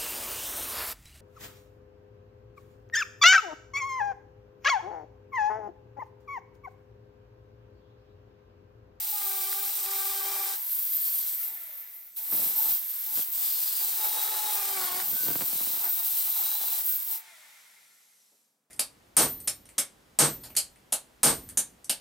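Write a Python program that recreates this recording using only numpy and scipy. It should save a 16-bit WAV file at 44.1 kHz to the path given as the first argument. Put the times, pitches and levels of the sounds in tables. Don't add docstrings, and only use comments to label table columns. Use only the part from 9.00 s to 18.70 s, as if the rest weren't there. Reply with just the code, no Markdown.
import sys
import numpy as np
from scipy import signal
from scipy.fft import rfft, irfft, next_fast_len
from scipy.io import wavfile
from scipy.ndimage import uniform_filter1d

SR = 44100
rng = np.random.default_rng(int(sys.argv[2]) if len(sys.argv) > 2 else 0)


def master_out(mix):
    frames = np.transpose(np.atleast_2d(mix))
    ceiling = np.clip(frames, -1, 1)
    pcm = np.round(ceiling * 32767).astype(np.int16)
    wavfile.write(sys.argv[1], SR, pcm)


N = 427769
TIME = np.arange(N) / SR
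PADDED = next_fast_len(N + SR)
HZ = np.maximum(np.arange(PADDED // 2 + 1) * SR / PADDED, 1)
WORKING_HZ = 423.5
GEAR_RATIO = .39
LIFT_OUT_S = 8.18

# from t/s, until t/s
RELEASES = [(2.32, 3.16), (8.08, 9.8)]


def trigger():
    return ~np.any([(TIME > off) & (TIME < on) for off, on in RELEASES], axis=0)


FREE_HZ, SPIN_UP_S = 540.9, .085
FAN_DRAG_PER_TURN, FRICTION_HZ_PER_S = .0019, 149
KERF_DRAG_HZ_PER_S = 75
# t/s, f/Hz
HELD_SPEED = [
    [(0.0, 397.7), (0.06, 399.7), (0.084, 422), (0.316, 388.6), (0.638, 395), (0.732, 407.6),
     (0.882, 391.4), (1.54, 393.1)],
    [(1.69, 485.4), (1.98, 498.6), (2.2, 496.7), (2.33, 506)],
    [(3.3, 382.7), (3.46, 423), (3.69, 424.3)],
    [(4.12, 495.5), (4.26, 472)],
    [(4.48, 533.4), (4.74, 530), (4.83, 514), (4.89, 493), (4.96, 452), (5.01, 422.6), (5.1, 418),
     (5.17, 426.6), (5.35, 432.8), (5.5, 421.7), (5.59, 404), (5.76, 388.5), (5.82, 364), (5.92, 363.3),
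     (6.02, 371.7)],
    [(6.2, 511), (6.28, 509), (6.38, 491.6), (6.57, 442), (6.76, 431), (6.87, 378.3), (6.95, 422.6),
     (7.03, 420.3), (7.13, 453.4), (7.27, 445), (7.38, 433), (7.48, 430), (7.6, 446), (7.66, 433),
     (7.81, 447)],
    [(7.9, 514.4), (7.97, 514.6), (8.03, 495), (8.08, 456)],
]


def armature_speed(size=64):
    t, dt = TIME[::size], size / SR
    curves = [np.interp(t, *np.transpose(curve), left=np.inf, right=np.inf) for curve in HELD_SPEED]
    limit = np.min(curves, axis=0)
    friction = FRICTION_HZ_PER_S + KERF_DRAG_HZ_PER_S * (t < LIFT_OUT_S)
    hz, speeds = WORKING_HZ, []
    for powered, held, drag in zip(trigger()[::size].tolist(), limit.tolist(), friction.tolist()):
        if powered:
            change = (FREE_HZ - hz) / SPIN_UP_S
        else:
            change = -FAN_DRAG_PER_TURN * hz ** 2 - drag
        hz = max(min(hz + change * dt, held), 1)
        speeds.append(hz)
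    return np.interp(TIME, t, speeds)


GRIT_DB_PER_HZ, SIZZLE_DB_PER_HZ, SLAB_DB_PER_HZ, CHATTER_DB_PER_HZ = 0.0031, 0.0196, 0.1056, 0.1024
BRUSHING_GRIT_DB, BRUSHING_SONG_DB = -51.5, -36.5
GRIT_SPEED_POWER, SONG_SPEED_POWER = 3.24, 1.43
CHATTER_GROWTH_DB_PER_S = 3.5
# start t/s, end t/s, grit hiss level/dB, disc sizzle level/dB, slab rumble level/dB
CUTS = [(-.1, 0.723, -37.5, -35, -73), (0.724, 1.21, -37, -36, -69), (1.23, 1.571, -36.5, -37, -59.5),
        (1.678, 1.987, -43.5, -29.5, -76), (2, 2.329, -41, -32.5, -72), (2.398, 2.49, -44, -36, -78),
        (3.307, 3.56, -38, -28, -62), (3.572, 3.777, -36, -27.5, -59.5), (4.141, 4.226, -33.5, -27, -58),
        (4.345, 4.955, -36.5, -30.5, -56.5), (4.96, 5.602, -35, -33.5, -53.5),
        (5.615, 6.039, -36.5, -36.5, -59.5), (6.058, 6.908, -37.5, -32, -60),
        (6.939, 7.231, -38, -30.5, -63), (7.224, 7.826, -37.5, -32, -57.5), (7.842, 7.969, -41, -24.5, -62),
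        (8.084, 8.168, -39.5, -32, -68)]
# start t/s, end t/s, level/dB
WHINES = [(4.43, 4.8, -47), (4.798, 4.966, -49), (5.015, 5.527, -54), (6.182, 6.403, -54),
          (6.547, 6.777, -53), (6.949, 7.236, -57), (7.248, 7.8, -52.5)]
# start t/s, end t/s, level/dB
CHATTERS = [(0.14, 0.685, -48.5), (0.682, 0.83, -57.5), (0.832, 1.531, -46), (3.597, 3.712, -50),
            (5.123, 6.032, -46.5), (6.824, 6.904, -56)]


def contact(speed):
    lost_hz = np.minimum(WORKING_HZ - speed, 80)
    grit, sizzle, slab = sum(from_db(levels)[:, None] * during(start, end) for start, end, *levels in CUTS)
    whine = sum(from_db(db) * during(start, end) for start, end, db in WHINES)
    chatter = 0
    for start, end, db in CHATTERS:
        growth_db = CHATTER_GROWTH_DB_PER_S * (np.clip(TIME, start, end) - start)
        chatter = chatter + during(start, end) * from_db(db + growth_db)
    in_kerf, pace = during(-1, LIFT_OUT_S), speed / WORKING_HZ
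    brushing_grit = in_kerf * from_db(BRUSHING_GRIT_DB) * pace ** GRIT_SPEED_POWER
    brushing_song = in_kerf * from_db(BRUSHING_SONG_DB) * pace ** SONG_SPEED_POWER
    grit = np.hypot(grit * from_db(GRIT_DB_PER_HZ * lost_hz), brushing_grit)
    sizzle = np.hypot(sizzle * from_db(SIZZLE_DB_PER_HZ * lost_hz), brushing_song)
    slab = slab * from_db(SLAB_DB_PER_HZ * lost_hz)
    return grit, sizzle, slab, whine, chatter * from_db(CHATTER_DB_PER_HZ * lost_hz)


# multiple, level/dB
CHATTER_ORDERS = [(2, -.5), (3, -5), (4, -2.5), (5, -7.5)]
SHUDDER_ORDERS = [(1, -0.36), (2, 1)]
WHINE_ORDERS = [(2, -28), (8, -6), (9, -2), (10, -14)]
IDLE_ORDERS = [(1, -9), (2, 0), (3, -7), (4, 0)]
# multiple, level/dB
RASP_ORDERS = [(6, 1.5), (8, 0.5), (9, 0.5), (10, -1), (11, -3), (12, 0.5), (13, 1.5), (14, -1), (24, 1)]
# f/Hz, width/Hz, lift/dB
SLAB_MODES = [(381.4, 33, 11.5), (725, 89, 3), (870, 120, 5.5), (1180, 305, 14.5)]
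GEAR_MODES = [(3830, 220, 9.5)]
HOUSING_MODES = [(1440, 110, 3.4), (2140, 30, 2.5), (3640, 170, 2.4)]
HUM_MODES = [(398, 60, 12.5), (623, 290, 12), (1030, 160, 5), (1480, 200, -2.5), (2180, 73, 8)]
# f/Hz, level/dB
HOUSING = [(100, -60), (300, -65), (600, -11.5), (850, -4), (1080, -5.5), (1400, -4.5), (1700, -0.5),
           (2100, 3), (2450, -1), (2900, -4), (3400, -2), (6000, -8)]


def motor(angle, speed, whine_gain, chatter_gain):
    slip = .06 * drift(60)
    buzz = from_db(-11.5) * chatter_gain * harmonics(angle + slip, CHATTER_ORDERS, rough=0.7, rough_rate=39)
    rasp_tones = harmonics(angle + .5 * slip, RASP_ORDERS, rough=0.96, rough_rate=18)
    rasp = from_db(-6.0) * chatter_gain * rasp_tones
    shudder = from_db(-17.5) * chatter_gain * harmonics(angle, SHUDDER_ORDERS, rough=0.17, rough_rate=13)
    whine = whine_gain * harmonics(angle, WHINE_ORDERS, rough=.6, rough_rate=18)
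    in_kerf_db = 6 * during(-1, LIFT_OUT_S) + 1.8 * during(*RELEASES[0])
    hum_gain = from_db(-82.0 + in_kerf_db + 2 * drift(5)) * dies_below(speed, knee_hz=266, steepness=8.3)
    hum = hum_gain * harmonics(angle, IDLE_ORDERS, rough=0.93, rough_rate=27)
    tones = room(resonate(buzz, SLAB_MODES), wet_db=-3, t60=0.33) + rasp
    tones = tones + resonate(whine, GEAR_MODES) + resonate(hum, HUM_MODES)
    fan = from_db(-53.5) * dies_below(speed, knee_hz=236, steepness=5.2)
    rattle = from_db(-8 + 5.5 * drift(81)) * chatter_gain
    rush = np.hypot(fan, rattle) * colour(rim(angle, repeat=0.41), HOUSING)
    return tones + resonate(shudder, SLAB_MODES) + resonate(rush, HOUSING_MODES)


# f/Hz, level/dB
GRIT = [(100, -71), (500, -51), (820, -17.5), (1400, -15), (1510, -11.5), (1670, -19.5), (2270, -10),
        (2660, -8), (3910, -3.5), (4400, -3.5), (4960, -3.5), (7020, -5), (8590, -1.5), (10700, -1),
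        (12500, -6), (16200, -61), (22000, -120)]
SLAB = [(40, -72), (80, -72), (150, -27), (260, -8.5), (380, 5.5), (560, 1), (820, 15), (1050, 7.5),
        (1500, 5), (2200, 4.5), (3500, -25)]
DISC_LOADED = [(6760, -46), (9000, -16), (11500, 4), (12600, 10), (13600, 6.5), (14700, 15), (15500, 6.5),
               (16000, -1)]
DISC_FREE = [(6760, -52), (11000, 1.5), (12000, 1.5), (12700, 8), (13500, 7), (14100, 15), (14700, -7),
             (15500, 4.5), (16000, 6)]


def grinding(angle, grit_gain, disc_gain, slab_gain, chatter_gain):
    chatter = np.clip(chatter_gain / from_db(-49.0), 0, 1)
    armature_beat_db = 0.66 * chatter * np.cos(angle)
    blade_beat_db = 0.11 * np.cos(GEAR_RATIO * angle)
    bursts = from_db(armature_beat_db + blade_beat_db + 0.89 * drift(170))
    feed = from_db(0.78 * drift(14.6) + 0.16 * drift(2.8))
    scrape = rim(angle, repeat=.5) * bursts
    grit = grit_gain * feed * colour(scrape, GRIT)
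    slab = slab_gain * from_db(8.0 + 2.4 * drift(28)) * colour(white() * bursts, SLAB)
    load = np.clip((to_db(grit_gain) - to_db(disc_gain) + 11.0) / 4, 0, 1)
    sizzle, song = rim(angle, repeat=.65), rim(angle, repeat=.9)
    held = np.sqrt(load) * colour(sizzle * bursts, DISC_LOADED)
    free = np.sqrt(1 - load) * colour(song, DISC_FREE) * from_db(1.5 * drift(45) + drift(5.8))
    disc = from_db(0.2) * (held + free) + from_db(1.0) * disc_song()
    return grit + slab + disc_gain * feed * disc


# f/Hz, width/Hz, level/dB
SONG_MODES = [(8070, 460, -24), (9100, 300, -28), (12620, 300, -11.5), (13400, 410, -6),
              (15300, 400, -11.5)]
# t/s, pitch factor
GRIP = [(0, 1.04), (2.0, 1.0), (3.1, 0.99), (3.5, 1), (4.5, 1.023), (8.1, 1.025)]


def disc_song(wander=0.003, swell_db=3.1, skew=1.04):
    grip, out = in_time(GRIP)[0], 0
    for hz, width_hz, db in SONG_MODES:
        a, b = signal.sosfilt(signal.butter(2, width_hz / 2, fs=SR, output="sos"), white())
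        phase = 2 * np.pi * np.cumsum(hz * grip * (1 + wander * drift(2.5))) / SR
        band = (rms_one(a) + 1j * rms_one(b)) * np.exp(1j * phase)
        out = out + from_db(db + swell_db * drift(8.1)) * band
    return np.array([out.real, (out * np.exp(-1j * skew)).real])


DISC_T60_S, RING_RISE_S, RING_FALL_S = 0.8, 0.004, .009
# start t/s, end t/s, f/Hz, level/dB
RINGS = [(0, 0.1, 830, -54), (0.125, 0.177, 827, -40), (1.53, 1.66, 880, -60), (2.47, 2.554, 887, -60),
         (3.17, 3.28, 880, -61), (3.585, 3.618, 881, -41), (3.645, 3.67, 875, -47),
         (4.069, 4.155, 880, -53), (4.985, 5.09, 858, -41.5), (5.109, 5.33, 868, -46),
         (5.333, 5.577, 853, -43.5), (6.135, 6.36, 1520, -48), (6.855, 6.905, 1500, -48),
         (7.879, 7.98, 1518, -57.5), (8.095, 8.173, 889, -54.5), (8.164, 8.34, 889, -67)]


def disc_ring(after_ring_db=-17):
    shake, wander, out = 1 + .22 * drift(30), .3 * drift(15), 0
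    for start, end, hz, db in RINGS:
        held = during(start, end, RING_RISE_S, RING_FALL_S)
        tail = from_db(after_ring_db - 60 * np.abs(TIME - end) / DISC_T60_S) * during(end, np.inf)
        out = out + from_db(db) * (held * shake + tail) * np.sin(2 * np.pi * hz * TIME + wander)
    return out


# start t/s, end t/s, level/dB
SQUEALS = [(1.95, 2.24, -33), (7.91, 7.977, -37)]
# multiple of the armature speed, relative level/dB
SQUEAL_ORDERS = [(9, -18.5), (18, -10), (27, 4)]


def squeal(angle):
    gain = sum(from_db(db) * during(start, end) for start, end, db in SQUEALS)
    return gain * harmonics(angle, SQUEAL_ORDERS, rough=0.67, rough_rate=30)


# f/Hz, level/dB
BRUSH_HISS = [(100, -47), (500, -11.5), (1200, -8.5), (3000, -5), (6000, 0.5), (9000, -2.5), (13000, 3.5),
              (15000, -29)]
# multiple, relative level/dB
COMMUTATOR_ORDERS = [(12, -7), (24, -5), (48, 5), (72, -6)]
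# f/Hz, width/Hz, lift/dB
BRUSH_MODES = [(4300, 500, 6), (5522, 670, 10)]


def brushes(angle, speed):
    rub = dies_below(speed, knee_hz=81, steepness=5.5) * np.sqrt(speed / WORKING_HZ)
    sparks = from_db(-53.0) * uniform_filter1d(trigger() * 1., size=900) * colour(white(), GRIT)
    whistle = resonate(harmonics(angle, COMMUTATOR_ORDERS, rough=1.0, rough_rate=60), BRUSH_MODES)
    whistle = whistle * dies_below(speed, knee_hz=111, steepness=14)
    hiss = from_db(-57.5) * colour(white(), BRUSH_HISS)
    return rub * (hiss + from_db(-72.5) * whistle) + sparks


def kick(attack_s=0.0099, decay_s=0.054):
    after = np.maximum(TIME - RELEASES[0][1], 0)
    jerk = (1 - np.exp(-after / attack_s)) * np.exp(-after / decay_s)
    sparks = from_db(-40.0) * colour(white(), GRIT)
    flick = from_db(-28.0) * colour(white(), DISC_LOADED)
    return jerk * (sparks + flick)


# f/Hz, width/Hz, level/dB
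COAST_MODES = [(880, 5.97, -75.5), (1366, 7.8, -74.5), (1450, 14, -76), (1810, 26, -73), (1985, 17, -69),
               (2090, 250, -69), (2120, 13, -67), (2290, 27, -74), (2396, 20, -80), (2700, 20, -85)]


def coasting_ring(angle, speed, loose=0.8):
    slack = uniform_filter1d(1. - trigger(), size=6000) * dies_below(speed, knee_hz=173, steepness=5)
    taps = rms_one(np.diff(angle // (2 * np.pi), prepend=0)) * (1 + .5 * drift(60))
    drive = taps + loose * white()
    ring = 0
    for hz, width_hz, db in COAST_MODES:
        mode = signal.lfilter(*signal.iirpeak(hz, hz / width_hz, fs=SR), drive)
        ring = ring + from_db(db) * rms_one(mode)
    return slack * ring


def thud(dull_hz, low_hz=140, boom_hz=195, boom=0.68, lag_hz=330, size=8192):
    hz = np.arange(size // 2 + 1) * SR / size
    spread = ((lag_hz - 1j * hz) / (lag_hz + 1j * hz)) ** 4
    wave = irfft(spread / (1 + 1j * hz / dull_hz), size)[:size // 2]
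    wave = signal.sosfilt(signal.butter(4, low_hz, "high", fs=SR, output="sos"), wave)
    wave = wave + boom * signal.lfilter(*signal.iirpeak(boom_hz, 2, fs=SR), wave)
    return wave / np.abs(wave).max()


# t/s, peak level/dB, dull above f/Hz
KNOCKS = [(3.324, -33, 300), (3.335, -38, 200), (3.349, -36, 350), (3.364, -45, 300), (3.378, -41, 900),
          (3.397, -41, 350), (3.414, -43, 350), (3.441, -45, 450), (3.462, -38, 397), (3.491, -45, 400),
          (3.51, -45, 500), (3.66, -40, 500), (3.692, -45, 400), (3.722, -40, 453), (3.753, -50, 600),
          (4.175, -35, 400), (4.193, -36, 450), (6.164, -47, 400), (6.213, -47, 301), (6.268, -36, 600),
          (6.284, -26, 279), (6.304, -29, 200), (6.314, -35, 300), (6.356, -26, 400), (6.392, -37, 500),
          (6.409, -25, 1200), (6.414, -35.5, 300), (6.42, -25, 906), (6.43, -39.5, 400), (6.48, -43, 500),
          (6.498, -49, 400), (6.53, -36, 600), (6.553, -39, 280), (6.608, -35, 500), (6.629, -41, 400),
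          (6.67, -37, 450), (6.701, -40, 500), (6.734, -41, 700), (6.757, -47, 500), (6.77, -45, 400),
          (6.801, -49, 699), (6.842, -46, 900)]
# t/s, size level/dB, rise t/s, fall t/s
SHOWERS = [(3.345, -46, 0.03, 0.11), (3.7, -59, 0.021, 0.02), (4.19, -53.5, 0.037, 0.013),
           (4.88, -67, 0.4, 0.074), (5.85, -59, 0.11, 0.17), (6.3, -45, 0.17, 0.1), (6.72, -61, 0.2, 0.24)]


def knocks(knock_db=4, chip_db=8, chip_dull_hz=300, chips_per_s=300):
    chips = (rng.random(N) < chips_per_s / SR) * rng.standard_normal(N)
    shower = 0
    for at, size_db, rise, fall in SHOWERS:
        shower = shower + from_db(size_db) * np.exp(-np.maximum((at - TIME) / rise, (TIME - at) / fall))
    out = from_db(chip_db) * signal.fftconvolve(chips * shower, thud(chip_dull_hz))[:N]
    for s, db, dull_hz in KNOCKS:
        wave, first = thud(dull_hz), int(s * SR)
        out[first:first + len(wave)] += from_db(db + knock_db) * wave
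    return room(out, wet_db=-9, t60=0.07)


# nominal f/Hz, level/dB
HUM = [(152, -98), (222, -92.5), (290, -94.5)]
# f/Hz, level/dB
STEP = [(100, -22), (220, -4), (500, 4), (900, -5), (2000, -28)]
BACKGROUND = [(30, -37), (85, -43), (150, -7.5), (230, -6.5), (320, -15.5), (450, -6.5), (900, -10.5),
              (3000, -20)]


def background(step_s=9.32, step_decay_s=0.051):
    hum = 0
    for hz, db in HUM:
        tone = harmonics(2 * np.pi * hz * TIME, [(0.98, 0)], rough=0.25, rough_rate=4.3)
        hum = hum + from_db(db) * tone
    fade = (TIME > step_s) * np.exp(-np.abs(TIME - step_s) / step_decay_s)
    step = from_db(-73.5) * fade * colour(white(), STEP)
    air = from_db(-79.5) * colour(white(), BACKGROUND)
    return hum + step + air


def room(x, wet_db, t60):
    t = np.arange(SR // 2) / SR
    shared, left, right = rng.standard_normal((3, len(t))) * from_db(-60 * t / t60) * (t > .003)
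    echoes = shared + 0.073 * np.array([left, right])
    echoes /= np.sqrt(np.sum(echoes ** 2, axis=1, keepdims=True))
    wet = from_db(wet_db)
    return (x + wet * signal.fftconvolve(x[None], echoes, axes=1)[:, :N]) / np.sqrt(1 + wet ** 2)


def harmonics(angle, orders, rough, rough_rate):
    total = 0
    for k, db in orders:
        in_step = (1 + rough * drift(rough_rate)) * np.sin(k * angle)
        out_of_step = rough * drift(rough_rate) * np.cos(k * angle)
        total = total + from_db(db) * (in_step + out_of_step)
    return rms_one(total)


def rim(angle, repeat, order=100, size=4096):
    profile = rms_one(irfft(rfft(rng.standard_normal((2, size)))[:, 1:order], size))
    place = GEAR_RATIO * angle / (2 * np.pi) % 1 * size
    return white() + repeat * np.array([np.interp(place, np.arange(size), p) for p in profile])


# f/Hz, likeness (1 is the same on both sides)
LIKENESS = [(250, 1), (700, 0.94), (1400, 0.72), (2800, 0.096), (5000, 0.94), (9000, 0.27), (13500, 0.093)]
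# f/Hz, width/Hz, lift/dB
DISC_MODES = [(4550, 210, -2.5), (5150, 82, -2), (7690, 440, 4), (8630, 280, 5.5), (9450, 240, 4)]


def colour(drive, spectrum):
    alike = np.clip(across_hz(LIKENESS), 0, 1)
    mid, side = rfft(drive, PADDED)
    sides = np.array([[1], [-1]])
    both = np.sqrt(1 + alike) * mid + np.sqrt(1 - alike) * side * sides
    shape = from_db(across_hz(spectrum) + lift_db(DISC_MODES))
    return rms_one(irfft(both * shape, PADDED)[:, :N])


def resonate(x, modes):
    return irfft(rfft(x, PADDED) * from_db(lift_db(modes)), PADDED)[..., :N]


def lift_db(modes):
    return sum(db / (1 + (2 * (HZ - hz) / width) ** 2) for hz, width, db in modes)


ENTRY_S, EXIT_S = 0.025, 0.019


def during(start, end, entry_s=ENTRY_S, exit_s=EXIT_S):
    opening = 1 + np.tanh((TIME - start) / entry_s / 2)
    closing = 1 + np.tanh((end - TIME) / exit_s / 2)
    return opening * closing / 4


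def dies_below(speed, knee_hz, steepness):
    return 1 / (1 + (knee_hz / speed) ** steepness)


def drift(rate):
    r = np.exp(-80 * np.pi * rate / SR)
    noise = rng.standard_normal(N // 40 + 2002)
    slow = signal.lfilter([1], [1, -2 * r, r * r], noise)[2000:]
    return np.interp(np.arange(N) / 40, np.arange(len(slow)), rms_one(slow))


def white():
    return rng.standard_normal((2, N))


def in_time(rows):
    s, *columns = np.transpose(rows)
    return [np.interp(TIME, s, c) for c in columns]


def across_hz(points):
    hz, value = np.transpose(points)
    return np.interp(np.log(HZ), np.log(hz), value)


def from_db(db):
    return 10 ** (np.asarray(db) / 20)


def to_db(gain):
    return 20 * np.log10(gain + 1e-9)


def rms_one(x):
    return x / np.sqrt(np.mean(x ** 2) + 1e-20)


# t/s, left minus right level/dB
PAN = [(0.0, .5), (2.2, 0.9), (3.1, -0.2), (3.8, -0.1), (4.6, 1), (5.2, 0.7), (8.2, 0.5)]


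def scene():
    speed = armature_speed() * (1 + 0.002907 * drift(19.46))
    angle = 2 * np.pi * np.cumsum(speed) / SR
    grit, sizzle, slab, whine, chatter = contact(speed)
    cutter = motor(angle, speed, whine, chatter) + grinding(angle, grit, sizzle, slab, chatter)
    cutter = cutter + disc_ring() + squeal(angle)
    cutter = cutter + brushes(angle, speed) + kick() + coasting_ring(angle, speed)
    pan = from_db(in_time(PAN)[0] * np.array([[.5], [-.5]]))
    return cutter * pan + knocks() + background()


CUTOFF_HZ = 15850


def record(dry):
    thin = signal.sosfilt(signal.butter(2, 75, "high", fs=SR, output="sos"), dry)
    return signal.sosfilt(signal.ellip(12, .1, 80, CUTOFF_HZ, fs=SR, output="sos"), thin)


dry = scene()
out = record(dry)
master_out(out)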